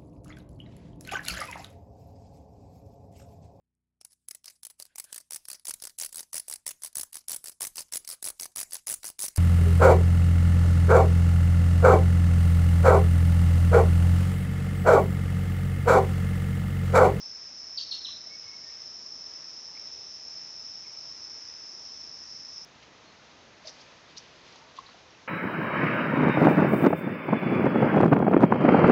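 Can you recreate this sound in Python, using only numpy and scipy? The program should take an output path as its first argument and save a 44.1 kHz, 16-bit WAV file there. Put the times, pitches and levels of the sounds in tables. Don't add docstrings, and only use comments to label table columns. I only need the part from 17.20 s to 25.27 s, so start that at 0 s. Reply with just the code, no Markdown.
import sys
import numpy as np
from scipy import signal
from scipy.fft import rfft, irfft, next_fast_len
from scipy.io import wavfile
from scipy.ndimage import uniform_filter1d

SR = 44100
rng = np.random.default_rng(int(sys.argv[2]) if len(sys.argv) > 2 else 0)


def wav_out(sig):
    wavfile.write(sys.argv[1], SR, np.round(np.clip(np.atleast_2d(sig).T, -1, 1) * 32767).astype(np.int16))


def invert_db(level):
    return 10 ** (np.asarray(level, dtype=float) / 20)


N = 356107
T = np.arange(N) / SR


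def shape(x, points):
    hz, db = np.transpose(points)
    size = next_fast_len(len(x))
    f = np.maximum(np.arange(size // 2 + 1) * SR / size, 1)
    gain = invert_db(np.interp(np.log(f), np.log(hz), db))
    return irfft(rfft(x, size) * gain, size)[:len(x)]


def ring(x, hz, width_hz):
    return signal.lfilter(*signal.iirpeak(hz, hz / width_hz, SR), x)


def unit(x):
    return x / np.std(x)


def walk(rate):
    hold = int(SR / rate)
    steps = np.repeat(rng.standard_normal(N // hold + 1), hold)
    return 1.2 * uniform_filter1d(uniform_filter1d(steps, hold), hold)[:N]


def add(out, s, x):
    i = int(s * SR)
    out[i:i + len(x)] += x[:len(out) - i]


def peak_db(t, db, swell, fade):
    return db - 10 * np.where(t < 0, -t / swell, t / fade)


SCATTER_S, SCATTER_DB, SCATTER_RISE_S = .45, -28.5, .004
NEAR_DB_PER_S, NEAR_TREES_S = 94.5, .125
FAR_STEP_DB, FAR_DB_PER_S = -4.5, 85


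def scatter(db):
    t = T[:int(SCATTER_S * SR)]
    near = peak_db(t - SCATTER_RISE_S, SCATTER_DB, SCATTER_RISE_S, 10 / NEAR_DB_PER_S)
    far_start = SCATTER_DB - NEAR_DB_PER_S * NEAR_TREES_S + FAR_STEP_DB
    far = far_start - FAR_DB_PER_S * (t - NEAR_TREES_S)
    echo = rng.standard_normal(len(t)) * invert_db(np.where(t < NEAR_TREES_S, near, far) + db)
    echo[0] = 1
    return echo


def note(db, hz, rise, t60, echo_db):
    t = T[:int(.12 * SR)]
    swell = np.sin(np.pi / 2 * np.minimum(t / rise, 1))
    decay = np.exp(-np.log(1000) * np.maximum(t - rise, 0) / t60)
    tone = invert_db(db) * swell * decay * np.sin(2 * np.pi * hz * t)
    return signal.fftconvolve(tone, scatter(echo_db))


# frequency in Hz, level in dB.
CREEK_1 = [(12, -42.5), (20, -16.5), (82, -2), (335, -3.5), (410, -3), (490, -5.5), (627, -3.5),
           (917, -5.5), (2100, -8), (4200, -9.5), (5460, -41), (9240, -120)]
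# frequency in Hz, level in dB.
CREEK_2 = [(12, -49), (20, -15.5), (92, -1.5), (371, -2.5), (410, -2), (553, -2), (728, -2), (805, -2),
           (1540, -4.5), (3980, -10.5), (4620, -11.5), (6390, -11), (7800, -31), (10100, -62),
           (17200, -120)]


def creek(colour, flow_db, flicker_db):
    noise = unit(shape(rng.standard_normal(N), colour))
    murmur = 0
    for hz in 30 * 2. ** np.arange(9):
        below = [(hz / 2, -90), (hz / 1.99, -30), (hz / 1.5, -7.5)]
        above = [(hz * 1.33, -4.5), (hz * 1.9, -24), (hz * 2, -90)]
        band = shape(noise, below + [(hz, 0)] + above)
        murmur = murmur + band * invert_db(flicker_db * walk(9))
    return murmur * invert_db(flow_db + 4)


# peak time in seconds, peak in dB, seconds per 10 dB of swell, seconds per 10 dB of fade.
SWISH = [
    (5.635, -65, 0.12, .04),
    (6.05, -64.5, 0.66, .5),
    (6.485, -52, .03, .02),
    (6.6, -58.5, 0.14, .3),
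    (6.975, -51, 0.0046, 0.022),
    (6.96, -61.5, 0.18, .3),
    (7.33, -59, 0.6, 0.28),
    (7.585, -61.5, .04, .1),
    (7.65, -62, .1, .7),
]


def swish():
    air = rng.standard_normal(N) * invert_db(1.5 * walk(60))
    hiss = unit(shape(air, [(700, -27), (1600, -7.5), (3000, -0.5), (5000, -3), (7500, -22.0)]))
    power = sum(invert_db(peak_db(T - s, db, swell, fade)) ** 2 for s, db, swell, fade in SWISH)
    return hiss * np.sqrt(power)


# peak time in seconds, peak in dB, pitch in Hz,
# seconds per 10 dB of swell, seconds per 10 dB of fade.
WHISTLES = [
    (1.15, -59, 2250, .085, .012),
    (1.27, -66, 2195, .01, .04),
    (1.338, -58, 2210, .02, .012),
    (1.385, -69.5, 2160, .04, .03),
    (1.505, -66.5, 2105, .03, .02),
    (1.6, -68, 2100, .03, .02),
    (1.478, -63, 1836, .04, .07),
    (5.885, -68, 4320, .03, .03),
]
WHISTLE_RANGE_DB, SAG_HZ_PER_S = 15, 360
SCOOP_END_S, SCOOP_HZ, SCOOP_S = 1.03, 566, .035


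def far_birds():
    out = np.zeros(N)
    waver = 1 + 0.0055 * walk(60)
    flutter = invert_db(2.2 * walk(40))
    scoop_hz = SCOOP_HZ * np.exp(-np.maximum(T - SCOOP_END_S, 0) / SCOOP_S)
    for s, db, hz, swell, fade in WHISTLES:
        pitch = hz - scoop_hz - SAG_HZ_PER_S * np.clip(T - s, 0, 1)
        phase = 2 * np.pi * np.cumsum(pitch * waver) / SR
        level_db = peak_db(T - s, db, swell, fade)
        edge = np.clip((level_db - db + WHISTLE_RANGE_DB) / 3, 0, 1)
        voice = np.sin(phase) + invert_db(-16) * np.sin(2 * phase)
        out += edge * invert_db(level_db + 6.5) * flutter * voice
    return signal.fftconvolve(out, scatter(db=-10.5))[:N]


# start in seconds, peak in dB, pitch in Hz, echo in dB.
FAR_CHIPS = [
    (1.055, -59, 3770, -10),
    (2.55, -54, 2120, -11),
    (2.569, -48, 2180, -14),
    (2.572, -46, 2340, -15),
    (3.645, -52.5, 2420, -1),
    (3.658, -51, 2210, -3),
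    (1.43, -55, 2250, -1),
]


def far_chips():
    out = np.zeros(N)
    for s, db, hz, echo_db in FAR_CHIPS:
        add(out, s, note(db, hz, .004, 0.03, echo_db))
    return out


# start in seconds, peak in dB, pitch in Hz, seconds to ring down by 60 dB.
PLOPS = [(0.888, -48.5, 1146, 0.032), (1.07, -50, 654, 0.03), (1.251, -54, 110, 0.09),
         (6.448, -44.5, 640, 0.059), (6.474, -40.5, 625, 0.021), (7.357, -48, 920, 0.018),
         (7.411, -52.5, 905, 0.084), (7.575, -48, 1105, .04), (7.586, -29, 1077, 0.027),
         (7.69, -42, 1060, 0.0076), (7.744, -43, 724, 0.018)]


def plops():
    out = np.zeros(N)
    for s, db, hz, t60 in PLOPS:
        add(out, s, note(db, hz, 0.14 * t60, t60, -18.5))
    return out


# start in seconds, peak in dB, pitch in Hz, seconds to ring down by 60 dB.
TICKS = [
    (5.622, -48, 3200, .002),
    (5.63, -54, 2800, .012),
    (5.638, -48, 2500, .002),
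    (6.974, -51, 3000, .002),
    (7.662, -44, 3950, 0.019),
    (7.667, -42, 4350, 0.0088),
    (7.697, -46, 4400, .011),
    (7.72, -47, 3000, .006),
    (7.905, -52, 5530, 0.022),
    (7.948, -50, 2650, .02),
]


def ticks():
    out = np.zeros(N)
    for s, db, hz, t60 in TICKS:
        add(out, s, note(db, hz, 0.071 * t60, t60, -10))
    return out


# peak time in seconds, peak in dB, centre in Hz, length in seconds, pitch spread in octaves.
RUSTLES = [(5.629, -56, 3330, .05, 1.28), (6.462, -50, 4870, .07, 0.38), (6.475, -35.5, 5070, .018, 0.29),
           (6.483, -41.5, 4600, .03, 0.44), (6.495, -44.5, 5460, 0.041, .33), (6.52, -56, 5100, 0.22, 0.36),
           (6.61, -53, 5100, 0.063, 0.43), (6.973, -36, 4900, .014, 0.35), (6.981, -41.5, 5350, 0.042, .28),
           (7.0, -61, 4900, 0.085, .28), (7.037, -59, 4600, .016, .28), (7.285, -58.5, 4640, 0.076, .58),
           (7.326, -53, 4900, .02, .4), (7.361, -51.5, 4900, .035, 0.46), (7.386, -55, 5100, 0.021, 0.34),
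           (7.566, -52, 4260, .03, 1.0), (7.577, -52, 3600, 0.033, .5), (7.589, -54, 4300, 0.028, 0.85)]
RUSTLE_RISE_SHARE, RUSTLE_RANGE_DB = .4, 19


def leaves(per_s=3600, spread_db=1.5):
    out, t = np.zeros(N), T[:int(.0045 * SR)]
    for s, db, hz, length, spread in RUSTLES:
        chance = rng.random((1300, 4))[:int(per_s * length)]
        at = length * (chance[:, 0] - RUSTLE_RISE_SHARE)
        pitch = hz * 2 ** (spread * (chance[:, 1] - chance[:, 2]))
        per_10_db = 10 * length / RUSTLE_RANGE_DB
        level_db = peak_db(at, db, RUSTLE_RISE_SHARE * per_10_db, (1 - RUSTLE_RISE_SHARE) * per_10_db)
        size = invert_db(level_db - spread_db * np.log(chance[:, 3] + 0.027) - 0.5)
        for start, p, gain in zip(s + at, pitch, size):
            envelope = (1 - np.exp(-t * p / 0.78)) * np.exp(-t * p / 6.0)
            add(out, start, gain * np.sin(2 * np.pi * p * t) * envelope)
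    return out


# time in seconds, level in dB.
CHORUS = [(0.0, -43), (1.2, -44.5), (4.1, -43.5), (4.3, -44.5), (5.4, -44)]
# frequency in Hz, width in Hz, level in dB.
TYMBAL = [(5317, 160, 5), (5144, 260, -3.5), (5530, 190, -10), (5830, 320, -11), (4520, 180, -20),
          (6700, 540, -33)]


def cicadas(count=6, click_hz=330, throb_hz=42, throb_db=-3.0, jitter=.3):
    clicks = np.zeros(N)
    for own in 1 + .04 * rng.standard_normal(count):
        chance = rng.standard_normal((4000, 2))
        s = np.cumsum((1 + jitter * np.tanh(chance[:, 0])) / (click_hz * own))
        size = invert_db(throb_db * np.sin(2 * np.pi * throb_hz * own * s) + 3.5 * chance[:, 1])
        heard = s < T[-1]
        np.add.at(clicks, (s[heard] * SR).astype(int), size[heard])
    t = T[:int(.03 * SR)]
    smear = rng.standard_normal(len(t)) * np.exp(-t / 0.0018)
    clicks = signal.fftconvolve(clicks, smear)[:N]
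    far = rng.standard_normal(N)
    drive = unit(clicks - clicks.mean()) + invert_db(6.0) * far
    song = np.zeros(N)
    for k, (hz, width, db) in enumerate(TYMBAL):
        others = np.roll(drive, N // 7 * k)
        song += invert_db(db) * ring(ring(others, hz, 1.77 * width), hz, 1.76 * width)
    level_db = np.interp(T, *np.transpose(CHORUS))
    return unit(song) * invert_db(level_db + 0.98 + 0.5 * walk(25))


# start in seconds, peak in dB, starting pitch in Hz, scatter in dB.
CHIPS = [
    (.573, -27.5, 4780, -3),
    (0.711, -28, 4480, -1.5),
    (0.846, -30, 4130, 0),
]
# chip start in seconds, delay in seconds, level in dB.
TRUNKS = [
    (.573, 0.0083, 4),
    (.573, 0.0365, 2.5),
    (.573, 0.055, -8),
    (.710, 0.019, -4),
    (.710, 0.036, -4),
    (.710, 0.055, -7),
    (.845, 0.035, -6.5),
    (.845, 0.12, -13),
]
CHIP_END_HZ, CHIP_FALL_S = 2520, 0.0088
TRUNK_NARROWING, LEAFY_HZ, RASP_DB = 2.1, 4100, 1


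def near_bird():
    out, t = np.zeros(N), T[:int(.04 * SR)]
    for s, db, start_hz, wet_db in CHIPS:
        falling = 0.0018 * np.logaddexp(0, (t - .005) / 0.0016)
        pitch = CHIP_END_HZ + (start_hz - CHIP_END_HZ) * np.exp(-falling / CHIP_FALL_S)
        phase = 2 * np.pi * np.cumsum(pitch) / SR
        rise = invert_db(db + 1.0) * np.sin(np.pi / 2 * np.minimum(t / 0.0038, 1)) ** 2
        head = np.exp(-(t / 0.0076) ** 2)
        rasp = invert_db(-9 + RASP_DB * walk(500)[:len(t)])
        tail = rasp * np.exp(-t / 0.015) * np.cos(np.pi / 2 * t / t[-1])
        octave = invert_db(7.5) * tail * (1 - np.exp(-(t / 0.018) ** 4)) * np.sin(2 * phase)
        echo = scatter(wet_db)
        echo[1:] *= invert_db(1.8 * walk(120)[1:len(echo)])
        far = np.clip((T[:len(echo)] - .055) / 0.028, 0, 1)
        echo = (1 - far) * echo + ring(far * echo, LEAFY_HZ, 910.0)
        add(out, s, signal.fftconvolve(rise * (head + tail) * np.sin(phase), echo))
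        add(out, s, signal.fftconvolve(rise * octave, echo[1:]))
        for chip_s, delay, echo_db in TRUNKS:
            if abs(chip_s - s) < .05:
                add(out, s + delay, invert_db(echo_db) * rise * head ** TRUNK_NARROWING * np.sin(phase))
    return out


CUT_S, CUT_CLICK_DB, SPLICE_S = 5.44962, -38, .0004
# frequency in Hz, level in dB.
CAMERA = [(20, -1.5), (6000, 0), (7000, -0.5), (7600, -7.5), (8100, -17.5), (8500, -60.5)]


def scene():
    calls = near_bird() + far_birds() + far_chips() + plops() + ticks() + leaves()
    edge_db = CREEK_1[-2][1]
    treble = [(5500, edge_db - 1.5), (8200, edge_db - 4.0)]
    first = cicadas() + creek(CREEK_1[:-2] + treble, flow_db=-60, flicker_db=1.0)
    first = shape(first, CAMERA) * np.clip((CUT_S - T) / SPLICE_S, 0, 1)
    second = creek(CREEK_2, flow_db=-59.5, flicker_db=0.64) + swish()
    second = shape(second, [(7000, 1.5), (8000, -5.0), (8400, -24), (9000, -60)])
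    return (np.where(T < CUT_S, first, second) + shape(calls, CAMERA))[None]


def low_pass(x):
    return signal.sosfilt(signal.butter(12, 15700, fs=SR, output="sos"), x)


def record(dry):
    x = dry + invert_db(-98.0) * rng.standard_normal(dry.shape)
    x[:, int(CUT_S * SR)] += invert_db(CUT_CLICK_DB)
    return low_pass(x)


dry = scene()
out = record(dry)
wav_out(out)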